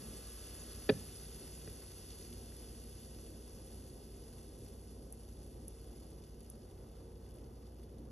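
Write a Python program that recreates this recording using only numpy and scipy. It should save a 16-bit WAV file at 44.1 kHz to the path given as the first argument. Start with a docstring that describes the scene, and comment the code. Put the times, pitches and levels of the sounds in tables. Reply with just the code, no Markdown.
"""Steam hisses and spits from an espresso machine's brew head, close by in a kitchen, at the end of a shot.
A switch clunks off, ringing the housing, and a coil's faint mains buzz stops with it.
As the pressure falls the hiss dies away into fizz, and a few bubbles burst with sharp, high pings.
Underneath, running appliances rumble and hum."""
import sys
import numpy as np
from scipy import signal
from scipy.fft import rfft, irfft
from scipy.io import wavfile
from scipy.ndimage import uniform_filter1d

SR = 44100
rng = np.random.default_rng(int(sys.argv[2]) if len(sys.argv) > 2 else 0)


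def store_pcm(level_fs):
    """Save levels as 16-bit WAV."""
    pcm = np.round(np.clip(level_fs, -1, 1) * 32767).astype(np.int16)
    wavfile.write(sys.argv[1], SR, np.atleast_2d(pcm).T)


N = 357651
TIME, BINS = np.arange(N) / SR, np.fft.rfftfreq(N, 1 / SR)
# four switch contacts, then light taps in the housing: t/s, level/dB, treble corner/Hz, low cut/Hz
CONTACTS = [(0.8911, -9.5, 4000, 190), (0.8933, -1.5, 1710, 190), (0.8962, -1.5, 3720, 184),
            (0.9007, 2, 350, 190), (1.6757, -25.5, 1900, 230), (1.6798, -19.5, 198, 90),
            (2.5215, -35, 2500, 520)]


def amp(db):
    """Decibels to gain."""
    return 10 ** (np.asarray(db) / 20)


def unit(x):
    """Scales to rms 1."""
    return x / np.sqrt(np.mean(x ** 2) + 1e-20)


def read(points, hz):
    """Reads a curve on a log-frequency axis."""
    f, value = np.transpose(points)
    return np.interp(np.log(hz + 1), np.log(f + 1), value)


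def bell(offset, width):
    """A smooth hump, half its height at half the width."""
    return np.exp2(-(2 * offset / width) ** 2)


def add(mix, s, sound):
    """Mixes a sound in at time s."""
    part = mix[round(s * SR):][:len(sound)]
    part += sound[:len(part)]


def drift(rate_hz):
    """A random wander of rms 1, mostly slower than rate_hz."""
    return unit(irfft(rfft(rng.standard_normal(N)) / (1 + (BINS / rate_hz) ** 4), N))


def filtered(x, order, hz, kind):
    """A low-, high- or band-pass filter."""
    return signal.sosfilt(signal.butter(order, hz, kind, fs=SR, output="sos"), x)


def ring(modes, t, pitch=1):
    """Struck modes, each a dying sine."""
    return sum(amp(db - 60 * t / t60) * np.sin(2 * np.pi * hz * pitch * t) for hz, db, t60 in modes)


def ports(x):
    """Sound from the machine reaches the two microphone ports out of step."""
    # how far the left port leads: f/Hz, phase/rad
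    port_lead = [(0, 0), (1700, 0), (2400, .1), (2900, .75), (4050, .6), (4650, 2), (5080, 4.4),
                 (5600, 6.2), (6200, 6.4), (7600, 8.2), (9000, 9.4), (11600, 11.7), (12300, 12.55)]
    lead = np.interp(BINS, *np.transpose(port_lead))
    return irfft(rfft(x) * np.exp(.5j * np.array([lead, -lead])), N)


def room(x, gap_s, dull_hz, spread):
    """Diffuse kitchen reflections arrive after a gap, each band dying at its own rate."""
    # the kitchen's decay: f/Hz, t60/s
    decay = [(100, 0.27), (200, 0.58), (400, 0.12), (1000, 0.44), (3000, 0.28), (10000, 0.15)]
    hz, t, bands = signal.stft(rng.choice([-1., 1.], (2, SR // 2)), SR, nperseg=512)
    bands = bands * amp(-60 * t / read(decay, hz)[:, None]) / np.hypot(1, hz / dull_hz)[:, None]
    tails = signal.istft(bands, SR, nperseg=512)[1] / np.sqrt(SR / 100)
    tails = np.pad(tails, ((0, 0), (round(gap_s * SR), 0)))
    mid, side = signal.fftconvolve(x[None], tails, axes=1)[:, :N]
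    return np.array([mid + spread * side, mid - spread * side])


def jet(bursts_per_s=420, size_spread_db=3, fizz_start_db=-9, fizz_end_db=-3, diffuse_db=-15):
    """Jet noise and a growing share of tiny bursts ring the gap between brew head and glass."""
    # broad colour of the hiss: f/Hz, relative level/dB
    hiss_colour = [(500, -13.5), (1200, -8.5), (2300, -14.5), (4100, -14), (5600, -9.5), (7500, -9.5),
                   (8850, -26), (9450, -4), (10200, 2.5), (10950, -1.5), (12000, -9), (13000, -26.5),
                   (13500, -36)]
    # resonances of the gap: f/Hz, width/Hz, lift/dB
    cavity = [(1520, 93, 4.5), (2010, 330, 4), (2698, 350, 8), (3010, 220, 8.5), (3456, 340, 11.5),
              (3770, 130, 6), (4502, 470, 11), (5070, 490, 9), (5820, 270, 6), (6250, 320, 5.5),
              (6900, 250, 3.5), (8350, 770, 19), (11030, 450, 5)]
    sizes = amp(size_spread_db * np.minimum(rng.exponential(1, N), 4)) * rng.choice([-1, 1], N)
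    bursts = sizes * (rng.random(N) < bursts_per_s / SR)
    # each burst lets out a puff of noise that dies in about a millisecond
    puffs = np.sqrt(signal.lfilter([1], [1, -np.exp(-2000 / SR)], bursts ** 2))
    hiss = rng.standard_normal(N)
    fizz = unit(puffs * rng.standard_normal(N))
    share = amp(np.linspace(fizz_start_db, fizz_end_db, N))
    blend = (hiss + share * fizz) / np.hypot(1, share)
    stereo = ports(blend) + amp(diffuse_db) * rng.standard_normal((2, N))
    colour_db = read(hiss_colour, BINS) + sum(db * bell(BINS - hz, width) for hz, width, db in cavity)
    return unit(irfft(rfft(stereo) * amp(colour_db), N))


def steam(level_db=-53.5, shut_s=0.89, leak_db_per_s=2.5, spent_s=5.1, dulling_db_per_octave_s=0.9):
    """The jet holds until the valve shuts, then leaks away, sputtering and dulling as it is spent."""
    # the weakening flow chokes for a moment: t/s, length/s, dip/dB
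    chokes = [(6.816, 0.2, -1), (8.06, 0.085, -1.5)]
    hz, t, bands = signal.stft(jet(), SR, nperseg=128)
    flow_db = level_db - leak_db_per_s * np.maximum(t - shut_s, 0)
    flow_db += sum(db * bell(t - at, length) for at, length, db in chokes)
    spent_for = np.maximum(t - spent_s, 0)
    octaves = np.log2(np.maximum(hz, 1000) / 8000)[:, None]
    tilt_db = octaves * (0.74 - dulling_db_per_octave_s * spent_for)
    # a faint band near 13 kHz is lifted more and more toward the end
    top_lift_db = 3.5 * np.outer(bell(hz - 13000, width=2000), spent_for)
    # the colour flickers as tiny openings clog and clear
    patches = uniform_filter1d(rng.standard_normal(tilt_db.shape), size=10, axis=0)
    flicker_db = 0.62 * unit(uniform_filter1d(patches, size=4, axis=1))
    shape_db = flow_db + tilt_db + top_lift_db + flicker_db + spits(hz, t)
    sputter_db = TIME / TIME[-1] * (drift(rate_hz=34) + drift(rate_hz=4.8))  # each grows to 1 dB rms
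    return signal.istft(bands * amp(shape_db), SR, nperseg=128)[1][:, :N] * amp(sputter_db)


def rumble(level_db=-55.5, swell_db=1.53, simmer_db=1.1, split_hz=520):
    """Appliance rumble, nearly mono in the bass; the bass swells, the upper part simmers faintly."""
    # colour of the rumble: f/Hz, relative level/dB
    colour = [(20, -13), (42, 2), (65, 3.5), (110, -0.5), (170, -2), (220, -1), (300, -3.5), (400, -3.5),
              (520, -6), (620, -14), (740, -14.5), (950, -22), (1500, -31), (2700, -43), (5000, -48),
              (9000, -76)]
    # its stereo width: f/Hz, side minus mid/dB
    width = [(30, -33), (70, -55), (150, -19.5), (300, -12.5), (500, -9), (800, -2.5), (1200, 2.5),
             (2000, -37)]
    mid, side = rfft(rng.standard_normal((2, N))) * amp(read(colour, BINS))
    side = side * amp(read(width, BINS))
    stereo = np.array([mid + side, mid - side])
    bass_share = 1 / (1 + (BINS / split_hz) ** 4)
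    bass = irfft(stereo * bass_share, N) * amp(swell_db * drift(rate_hz=3.5))
    upper = irfft(stereo * (1 - bass_share), N) * amp(simmer_db * drift(rate_hz=12))
    return unit(bass + upper) * amp(level_db)


def compressor(hz=58.3, level_db=-56, beat_s=2.47, beat_db=1.5, crest_s=0.49, slip_rad=.15):
    """A compressor turns just below mains speed, its tone swelling and sinking in a slow beat."""
    strength = amp(level_db + beat_db * np.cos(2 * np.pi * (TIME - crest_s) / beat_s))
    return strength * np.sqrt(2) * np.sin(2 * np.pi * hz * TIME + slip_rad * drift(rate_hz=1.1))


def hum(waver_hz=2.1):
    """Other motors and the mains lay down a bed of tones that waver in strength and phase."""
    # motor and mains tones: f/Hz, rms level/dB, unsteadiness (0-1)
    tones = [(46.4, -61.5, 0.4), (91.3, -61.5, 0.33), (120.4, -71.5, 0.26), (124.5, -71.5, 0.4),
             (148.8, -70, 0.7), (221.5, -68.5, 0.94), (236.3, -67.5, 0.83), (312.8, -70, 1),
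             (356.4, -70, 0.36), (371, -74.5, 0), (397.8, -70.5, 0.8), (455, -71.5, 0.65),
             (500.6, -77, 0.5)]
    out = np.zeros(N)
    for hz, db, unsteady in tones:
        wander = (drift(waver_hz) + 1j * drift(waver_hz)) / np.sqrt(2)
        waver = (1 + unsteady * wander) / np.hypot(1, unsteady)
        out += amp(db) * np.sqrt(2) * (waver * np.exp(2j * np.pi * hz * TIME)).real
    return out


def coil_buzz(mains_hz=60, fade_s=0.01):
    """A coil buzzes at harmonics of twice the mains frequency until the switch opens."""
    # partials of the buzz: harmonic number, rms level/dB
    partials = [(5, -75), (6, -80), (9, -81), (10, -79.5), (11, -80), (12, -89), (14, -78), (16, -86)]
    cycles = 2 * mains_hz * TIME
    buzz = sum(amp(db) * np.sqrt(2) * np.sin(2 * np.pi * (k * cycles + rng.random())) for k, db in partials)
    off_s = CONTACTS[1][0]
    return buzz * np.clip((off_s - TIME) / fade_s, 0, 1)


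def spits(hz, t, rise_s=0.0016, stray_count=36, stray_width_hz=8600, stray_s=0.006):
    """Spits briefly lift a band of the steam, in dB; weak strays crowd in as the pressure falls."""
    # the clearest spits: t/s, f/Hz, width/Hz, lift/dB, length/s
    clear_spits = [(.169, 8000, 1800, 13, .01), (.597, 7100, 800, 15, .01), (1.538, 7200, 900, 15, .012),
                   (1.82, 1700, 1600, 6, .015), (1.916, 5500, 6000, 6, .004), (2.02, 4500, 4000, 1, .3),
                   (2.105, 4800, 4400, 11, .005), (2.129, 4000, 2200, 9, .005),
                   (2.225, 5800, 2500, 6.5, .005), (2.328, 4400, 3800, 13, .004),
                   (4.223, 4500, 4000, 5, .005), (6.24, 5000, 5000, 6, .006), (6.405, 6000, 5000, 8, .006),
                   (6.521, 7000, 6000, 7, .006), (6.619, 6000, 4000, 9, .005),
                   (7.352, 10500, 5000, 7, .016), (7.416, 7500, 9000, 3.5, .035),
                   (7.668, 5000, 4000, 7, .007), (7.835, 4500, 5000, 6, .009)]
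    strays = [(TIME[-1] * when ** 0.2, 6000 * 2 ** (pitch - .5), stray_width_hz, 1.5 * (.5 + size), stray_s)
              for when, pitch, size in rng.random((stray_count, 3))]
    lift_db = np.zeros((len(hz), len(t)))
    for at, centre, width, db, length in clear_spits + strays:
        attack = np.clip(1 + (t - at) / rise_s, 0, 1)
        release = np.exp(-(np.maximum(t - at, 0) / length) ** 2)
        lift_db += db * np.outer(bell(hz - centre, width), attack * release)
    return lift_db


def knocks(rasp_db=-23.5, rasp_t60_s=0.026, top_hz=4700, leak_db=-24, counter_db=-22, walls_db=-16):
    """The switch and later taps ring the housing and rasp; soft contacts lose treble, light ones bass."""
    # modes of the housing: f/Hz, level/dB, t60/s
    housing_modes = [(141, -46, 0.042), (203, -33, 0.063), (295, -23, 0.037), (441, -21, 0.051),
                     (534, -26.5, 0.096), (586, -40, 0.087), (760, -36.5, 0.032), (1240, -39, 0.028),
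                     (1600, -45, 0.063), (1740, -25.5, 0.015), (1910, -29, 0.024), (2370, -40, 0.026),
                     (2490, -30, 0.024), (2780, -33, 0.021), (3430, -26, 0.013), (3800, -36, 0.02),
                     (4250, -37, 0.017), (4600, -28.5, 0.031)]
    # far walls that throw back the bass: delay/s, level/dB
    far_walls = [(0.02, -3.5), (0.046, -13), (0.065, -16)]
    t = np.arange(SR // 4) / SR
    direct, boom, echoes = np.zeros((3, N))
    body = ring(housing_modes, t)
    for s, db, corner_hz, low_cut_hz in CONTACTS:
        grit = filtered(rng.standard_normal(len(t)), order=4, hz=900, kind="high")
        rasp = grit * amp(rasp_db - 60 * t / rasp_t60_s)
        softness = np.exp(-2 * np.pi * corner_hz / SR)
        blow = amp(db) * signal.lfilter([1 - softness], [1, -softness], body + rasp)
        add(direct, s, filtered(blow, order=3, hz=low_cut_hz, kind="high"))
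        add(boom, s, filtered(blow, order=2, hz=[85, 175], kind="band"))
    # the small panels radiate little high treble
    direct = filtered(direct, order=8, hz=top_hz, kind="low") + amp(leak_db) * direct
    for delay, db in far_walls:
        add(echoes, delay, amp(db) * boom)
    counter = room(direct, gap_s=0.00201, dull_hz=2540, spread=0.48)
    walls = room(direct, gap_s=0.014, dull_hz=202, spread=0.092)
    return ports(direct) + echoes + amp(counter_db) * counter + amp(walls_db) * walls


def bubbles(rise_s=0.00042, snap_db=-12, snap_t60_s=0.0098, wet_db=-13):
    """Larger bubbles burst with a snap and a short, very high ping."""
    # the bursts: t/s, level/dB, pitch ratio
    pops = [(5.1245, -34, 1.0), (5.6808, -33.5, 0.992), (6.4999, -35, 0.998), (6.104, -48, 0.97),
            (6.4053, -48, 1.02), (7.341, -53, 1.01), (7.8342, -52, 0.98)]
    # modes of a bursting bubble: f/Hz, level/dB, t60/s
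    bubble_modes = [(6100, -15, 0.0063), (8370, -9, 0.012), (9600, -11, .011), (10300, -5, 0.012),
                    (10770, 1, 0.0093), (11600, -12, .011)]
    t, out = np.arange(SR // 25) / SR, np.zeros(N)
    attack = 1 - np.exp(-(t / rise_s) ** 2)
    for s, db, pitch in pops:
        ping = ring(bubble_modes, t, pitch)
        sizzle = filtered(rng.standard_normal(len(t)), order=3, hz=[8000, 11600], kind="band")
        snap = unit(sizzle) * amp(snap_db - 60 * t / snap_t60_s)
        add(out, s, amp(db) * (ping + snap) * attack)
    return ports(out + amp(wet_db) * room(out, gap_s=.002, dull_hz=14000, spread=0)[0])


def scene(lean_db=0.5):
    """The brew head in front; the rumble and the housing's bass sit a little to the right."""
    # balance of the off-centre housing: f/Hz, left minus right/dB
    housing_balance = [(60, 0), (200, -1.5), (360, -2.7), (640, 1), (1160, 2), (2110, 1), (3810, -.5)]
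    housing_pan = amp(read(housing_balance, BINS) * np.array([[.5], [-.5]]))
    room_tone = rumble() * amp([[-lean_db], [lean_db]])
    housing = irfft(rfft(knocks()) * housing_pan, N)
    return room_tone + housing + compressor() + hum() + coil_buzz() + steam() + bubbles()


def record(dry, low_cut_hz=36, top_hz=13500):
    """The microphone sheds the deepest bass, and a steep filter takes off the very top."""
    thinned = irfft(rfft(dry) / np.hypot(1, (low_cut_hz / (BINS + 1)) ** 5), N)
    low_pass = signal.firwin(511, top_hz, window=("kaiser", 9), fs=SR)
    return signal.oaconvolve(thinned, low_pass[None], "same")


dry = scene()
out = record(dry)
store_pcm(out)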